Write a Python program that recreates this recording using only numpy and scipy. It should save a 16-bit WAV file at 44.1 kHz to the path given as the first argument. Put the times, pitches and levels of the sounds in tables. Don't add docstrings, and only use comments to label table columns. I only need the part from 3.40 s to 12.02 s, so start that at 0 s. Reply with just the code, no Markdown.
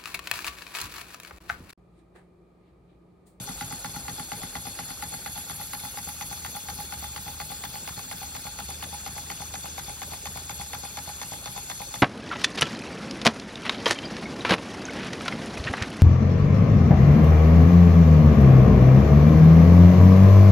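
import sys
import numpy as np
from scipy import signal
from scipy.fft import rfft, irfft, next_fast_len
from scipy.io import wavfile
from scipy.ndimage import uniform_filter1d, map_coordinates

SR = 44100
rng = np.random.default_rng(int(sys.argv[2]) if len(sys.argv) > 2 else 0)


def to_wav(sig):
    pcm = np.clip(np.atleast_2d(sig), -1, 1) * 32767
    pcm = np.round(pcm).astype(np.int16)
    wavfile.write(sys.argv[1], SR, pcm.T)


N = 380141


def amp(db):
    return 10 ** (np.asarray(db) / 20)


def unit(x):
    return x / np.sqrt(np.mean(x ** 2) + 1e-20)


def along(points, hz):
    freq_hz, value = np.transpose(points)
    return np.interp(np.log(hz + 1), np.log(freq_hz + 1), value)


def by_time(rows):
    return amp(np.interp(np.arange(N) / SR, *np.transpose(rows)))


def drift(front_db, turned_db):
    return amp(np.linspace(front_db, turned_db, N))


def wobble(rate_hz):
    knots = rng.standard_normal(int(N * rate_hz / SR) + 4)
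    return map_coordinates(knots, [np.arange(N) * rate_hz / SR])


def filtered(x, response):
    size = next_fast_len(N + 8192)
    return irfft(rfft(x, size) * response(np.fft.rfftfreq(size, 1 / SR)), size)[..., :N]


def peaks(modes):
    return lambda hz: np.sqrt(sum((amp(db) / (1 + (2 * (hz - centre_hz) / width_hz) ** 2)) ** 2
                                  for centre_hz, width_hz, db in modes))


# freq_hz, left_lead_rad
STEREO_PHASE = [(0, 0), (300, 0), (800, 1.6), (1200, .2), (2240, .2), (3450, 1.9), (3960, .8), (5500, -1),
                (7000, -3.3), (8000, -3.8), (9000, -4.6), (10300, -6.2), (11700, -6.3), (13000, -7.6),
                (14000, -9.3), (15000, -9.5), (15800, -10.6)]
# freq_hz, coherence_ratio
COHERENCE = [(40, .975), (130, .975), (220, .94), (300, .6), (800, .85), (2500, .6), (5000, .6),
             (7300, .95), (11000, .92), (15000, .7)]

def stereo(same, other, pan_db, aside=True):
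    def mix_rad(hz):
        return np.arccos(np.clip(along(COHERENCE, hz), 0, 1)) / 2

    def shift(hz):
        lead_rad = aside * np.interp(hz, *np.transpose(STEREO_PHASE))
        return np.exp(.5j * np.outer([1, -1], lead_rad))
    shared = filtered(same, lambda hz: np.cos(mix_rad(hz)) * shift(hz))
    apart = filtered(other, lambda hz: np.sin(mix_rad(hz)) * shift(hz) * [[1j], [-1j]])
    return (shared + apart) * amp([[pan_db / 2], [-pan_db / 2]])


def air(colour, pan_db, patchy_db, aside=True):
    spectra = signal.stft(rng.standard_normal((2, N)), nperseg=256)[2]
    patches = uniform_filter1d(rng.standard_normal(spectra.shape[1:]), size=3, axis=0)
    patches = uniform_filter1d(patches, size=6, axis=1)
    pair = signal.istft(spectra * amp(patchy_db * unit(patches)), nperseg=256)[1][:, :N]
    return unit(stereo(*filtered(pair, colour), pan_db, aside))


def ringing(hz, t60_s, rise_cycles):
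    t = np.arange(SR // 6) / SR
    hz, t60_s = np.reshape(hz, (-1, 1)), np.reshape(t60_s, (-1, 1))
    return amp(-60 * t / t60_s) * np.sin(2 * np.pi * hz * t) * (1 - np.exp(-t * hz / rise_cycles))


# time_s, speed_rpm
CRANK_SPEED = [(0, 254.46), (1.7, 254.52), (2.6, 252.08), (3.8, 251.92), (4.9, 253.03), (6.2, 251.43),
               (7.5, 251.25), (7.65, 246.11), (8.62, 250.04)]

def crank_starts(start_turns=.1127):
    t = np.arange(-SR // 4, N + SR // 2) / SR
    turns = np.cumsum(np.interp(t, *np.transpose(CRANK_SPEED))) / (60 * SR)
    turns = turns - np.interp(0, t, turns) + start_turns
    count = int(np.interp(N / SR, t, turns)) + 2
    return np.interp(np.arange(count), turns, t)


def by_crank(rows):
    starts_s = crank_starts()
    angle_turns = np.interp(np.arange(N) / SR, starts_s, np.arange(len(starts_s))) % 1
    return amp(np.interp(angle_turns, *np.transpose(rows)))


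def struck(angle_turns, db, sound, jitter_s):
    out, starts_s = np.zeros((2, N + 2 * SR)), crank_starts()
    for start_s, end_s in zip(starts_s, starts_s[1:]):
        hit_s = start_s + angle_turns * (end_s - start_s) + jitter_s * rng.standard_normal()
        at = SR // 2 + round(hit_s * SR)
        blow = amp(db) * sound(start_s * SR / N)
        out[:, at:at + blow.shape[1]] += blow
    return out[:, SR // 2:][:, :N]


# freq_hz, t60_s
ROOM_DECAY = [(150, 0.25), (1000, 0.17), (8000, 0.057)]

def reverb(x):
    hz, t, spectra = signal.stft(rng.standard_normal((2, SR // 2)), SR, nperseg=256)
    decay = amp(-60 * t / along(ROOM_DECAY, hz)[:, None])
    tail = signal.istft(spectra * decay, SR, nperseg=256)[1]
    delayed = np.pad(x, (200, 0))[None]
    return signal.fftconvolve(delayed, tail / np.linalg.norm(tail[0]), axes=1)[:, :N]


# freq_hz, density_db
RUMBLE_SPECTRUM = [(20, -46), (35, -19), (50, -3), (65, -5.5), (90, -8.5), (125, -8), (230, -25.5),
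                   (262, -10.5), (290, -27.5), (420, -27), (700, -120)]

def rumble():
    return amp(-51.5) * air(lambda hz: amp(along(RUMBLE_SPECTRUM, hz)), pan_db=.6, patchy_db=1.1)


# time_s, level_db
HUM_SWELLS = [(0, -61), (2, -57), (3.6, -47), (4.7, -57.5), (5.4, -47), (6.1, -52.5), (6.9, -50),
              (7.7, -53), (8.62, -68)]

def hum(pitch_hz=75, waver_hz=3.5):
    hz = pitch_hz + waver_hz * np.array([wobble(14), wobble(14)])
    phase = 2 * np.pi * np.cumsum(hz, axis=1) / SR
    tone = amp(2.5 * wobble(10)) * np.sin(phase)
    return by_time(HUM_SWELLS) * unit(stereo(*tone, pan_db=.6))


# freq_hz, density_db
HISS_SPECTRUM = [(200, -1.5), (300, -2), (600, -4), (1000, -7), (1500, -4), (2000, -10), (2600, -6),
                 (3050, -9), (3900, -6.5), (5500, -8.5), (8500, -12), (9800, -44), (12000, -10.5),
                 (14000, -3.5), (15000, -13.5), (15800, -6.5)]

def broad_hiss(low_cut_hz=150):
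    hiss = air(lambda hz: amp(along(HISS_SPECTRUM, hz)) * (hz > low_cut_hz), pan_db=.4, patchy_db=3.5)
    return amp(-44) * hiss


# centre_hz, width_hz, level_db
LEAK_BANDS = [(6800, 1220, -2), (7170, 510, 4.5), (7670, 440, 0.5), (8230, 500, -5), (9070, 1220, -6.5)]

def leak():
    return drift(-42.5, -42) * air(peaks(LEAK_BANDS), pan_db=0, patchy_db=2.5)


# pitch_hz, level_db, t60_s
TABLE_MODES = [(109, -7, 0.11), (127.5, -2, 0.14), (153.5, 4.5, 0.1), (176.4, 7, 0.078), (190.6, -5, 0.082),
               (226.4, -0.5, 0.088), (249.6, -11, 0.18)]

def table_top(blows, tilt_db_per_oct, settle_s=2.2):
    hz, mode_db, t60_s = np.transpose(TABLE_MODES)
    ring = ringing(hz, t60_s, rise_cycles=1.2) * amp(tilt_db_per_oct * np.log2(hz / hz[0]))[:, None]
    out = 0
    for angle_turns, first_db, settled_db in blows:
        def thump(turned):
            change_db = (settled_db - first_db) * np.clip(turned * N / SR / settle_s, 0, 1)
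            scatter_db = rng.normal(0, .8, (2, len(hz)))
            return amp(change_db + mode_db + scatter_db) @ ring
        out = out + struck(angle_turns, first_db, thump, jitter_s=.001)
    return unit(stereo(*out, pan_db=.5))


# angle_turns, first_db, settled_db
BASE_PUSHES = [(.135, 9, 5), (.21, 5, -1.5), (.435, -4, 5), (.58, -1, -8.5), (.795, -35, -0.5)]

def rocking():
    return drift(-50.5, -52) * table_top(BASE_PUSHES, tilt_db_per_oct=-10.5)


# angle_turns, first_db, settled_db
ROD_JOLTS = [(.03, -3, 4.5), (.515, 1.5, 3.5)]
# time_s, level_db
JOLT_FADE = [(0, -43.5), (1, -46), (2, -56), (3, -59), (8.62, -62)]
# centre_hz, width_hz, level_db
RUSTLE_BAND = [(417, 1500, 0)]

def jolts():
    thumps = table_top(ROD_JOLTS, tilt_db_per_oct=13)
    rustle = amp(-8.5) * air(peaks(RUSTLE_BAND), pan_db=-1, patchy_db=1)
    return by_time(JOLT_FADE) * (thumps + rustle)


# centre_hz, width_hz, level_db
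FIZZ_BANDS = [(13150, 540, -1), (14600, 1300, -8), (15300, 600, -3)]
# time_s, level_db
FIZZ_ENVELOPE = [(0, -72), (1.4, -68), (2.2, -52), (3.4, -51), (4.8, -52), (5.4, -60), (6.6, -69),
                 (8.62, -69)]

def treble_fizz():
    fizz = air(peaks(FIZZ_BANDS), pan_db=-2, patchy_db=2.5, aside=False)
    return by_crank(PORT_FLOW) * by_time(FIZZ_ENVELOPE) * fizz


# angle_turns, level_db
PORT_FLOW = [(0, -24), (.06, 7.5), (.12, -4), (.3, -0.5), (.36, -3.5), (.42, 3), (.6, 0.5), (.75, -1.5),
             (.88, -5), (.96, 0.5), (1, -1.5)]
# centre_hz, width_hz, level_db
PASSAGE_BANDS = [(832, 94, 1), (1480, 160, -8), (2535, 720, -9.5), (3484, 324, 1.5), (4590, 830, -5.5),
                 (5040, 120, -2)]
PIPE_BAND = [(6127, 630, 0)]
THROAT_BAND = [(4325, 170, 0)]
# time_s, level_db
PIPE_SWELLS = [(0, -50.5), (1.8, -53.5), (3, -47.5), (4.2, -54.5), (6, -48), (7, -52), (8.62, -47.5)]
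THROAT_SWELLS = [(0, -51), (2.5, -51.5), (4.5, -51), (6.5, -54), (8.62, -50.5)]

def cylinder_ports():
    passages = drift(-47, -46.5) * air(peaks(PASSAGE_BANDS), pan_db=7.5, patchy_db=1.5)
    pipe = by_time(PIPE_SWELLS) * air(peaks(PIPE_BAND), pan_db=7.5, patchy_db=3)
    throat = by_time(THROAT_SWELLS) * air(peaks(THROAT_BAND), pan_db=12.5, patchy_db=0)
    return by_crank(PORT_FLOW) * (passages + pipe + throat)


# angle_turns, level_db
EXHAUST_OPENING = [(0, -2), (.05, -2.5), (.1, -9), (.18, -4.5), (.3, -0.5), (.35, -6.5), (.41, -9),
                   (.45, -10.5), (.49, 1.5), (.6, -6), (.7, -6), (.88, -7.5), (.95, -9), (1, -1)]
# centre_hz, width_hz, level_db
JET_BANDS = [(10580, 600, 11), (11700, 270, -8), (12160, 340, 6)]
EDGE_BAND = [(11220, 870, 0)]
# time_s, above_jet_db
EDGE_SWELLS = [(0, -3.5), (1.5, 0.5), (2.3, 6.5), (3.2, 1), (4, -2.5), (5, -4), (6.5, -0.5), (8.62, 1.5)]

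def exhaust(flicker_db=.45):
    edge = by_time(EDGE_SWELLS) * air(peaks(EDGE_BAND), pan_db=0, patchy_db=2)
    gain = by_crank(EXHAUST_OPENING) * drift(-43.5, -47) * amp(flicker_db * wobble(40))
    jet = air(peaks(JET_BANDS), pan_db=0, patchy_db=2)
    return gain * (jet + edge)


# angle_turns, level_db
VALVE_TICKS = [(0.057, -35.5), (.41, -41), (.478, -49)]

def valve_gear(pitch_hz=13050, scatter_db=3):
    ring = ringing(pitch_hz, t60_s=.016, rise_cycles=.73)

    def tick(_):
        return amp(rng.normal(0, scatter_db)) * ring * [[1], [1]]
    return sum(struck(angle_turns, db, tick, jitter_s=.0008) for angle_turns, db in VALVE_TICKS)


# pitch_hz, front_db, turned_db, t60_s
FRAME_MODES = [(445, -16, -9.5, 0.023), (573, -25, -6.5, 0.028), (728, -7, -3.5, 0.035),
               (807.8, 3.5, 1, 0.041), (835.3, 3, 0, 0.053), (1003, -26, -7, 0.049),
               (1146, -7.5, -9, 0.037), (1405, -1.5, -13.5, 0.024), (1980, 0.5, -15, 0.018),
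               (2152, -10, -3.5, 0.026), (2532, -20.5, -11, 0.065), (3524, -54, -1, 0.06),
               (4480, -20, -4, 0.04), (4600, -10.5, -18, 0.13), (5740, -25, -1, 0.04),
               (6780, -5.5, 14, 0.011)]
# angle_turns, front_db, turned_db, cutoff_hz, scrape_db
ROD_CONTACTS = [(0, -26, -27.5, 4600, 6.5), (.064, -39, -35.5, 2040, 18.5), (.426, -27, -24.5, 950, -21.5),
                (.491, -29, -29.5, 2820, 5.5), (.865, -41.5, -44, 3000, -4)]

def rod_knocks(scrape_rise_s=.0017, scrape_t60_s=.027):
    hz, mode_front_db, mode_turned_db, t60_s = np.transpose(FRAME_MODES)
    ring = ringing(hz, t60_s, rise_cycles=1.37)
    t = np.arange(ring.shape[1]) / SR
    alternating = (-1.) ** np.arange(len(hz))
    out = 0
    for angle_turns, front_db, turned_db, cutoff_hz, scrape_db in ROD_CONTACTS:
        scrape_band = signal.butter(2, [750, cutoff_hz], "band", fs=SR)

        def knock(turned):
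            signs = np.array([alternating, rng.choice([-1, 1], len(hz))])
            scatter_db = rng.normal(0, .8, signs.shape)
            mode_db = mode_front_db + turned * (mode_turned_db - mode_front_db) + scatter_db
            weights = signs * amp(mode_db) / (1 + (hz / cutoff_hz) ** 2)
            scrape = signal.lfilter(*scrape_band, rng.standard_normal((2, len(t))))
            scrape *= amp(scrape_db - 60 * t / scrape_t60_s) * (1 - np.exp(-t / scrape_rise_s))
            gain = amp(turned * (turned_db - front_db) + rng.normal(0, .5))
            return gain * (weights @ ring + scrape)
        out = out + struck(angle_turns, front_db, knock, jitter_s=.0003)
    return out


def scene():
    metal = rod_knocks() + valve_gear()
    clatter = stereo(*metal, pan_db=1) + amp(-11) * reverb(metal[0])
    thumps = rocking() + jolts()
    hisses = exhaust() + treble_fizz() + cylinder_ports() + leak()
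    background = broad_hiss() + rumble() + hum()
    return background + thumps + hisses + clatter


def record(dry):
    top_hz = 15780
    return filtered(dry, lambda hz: hz < top_hz)


dry = scene()
out = record(dry)
to_wav(out)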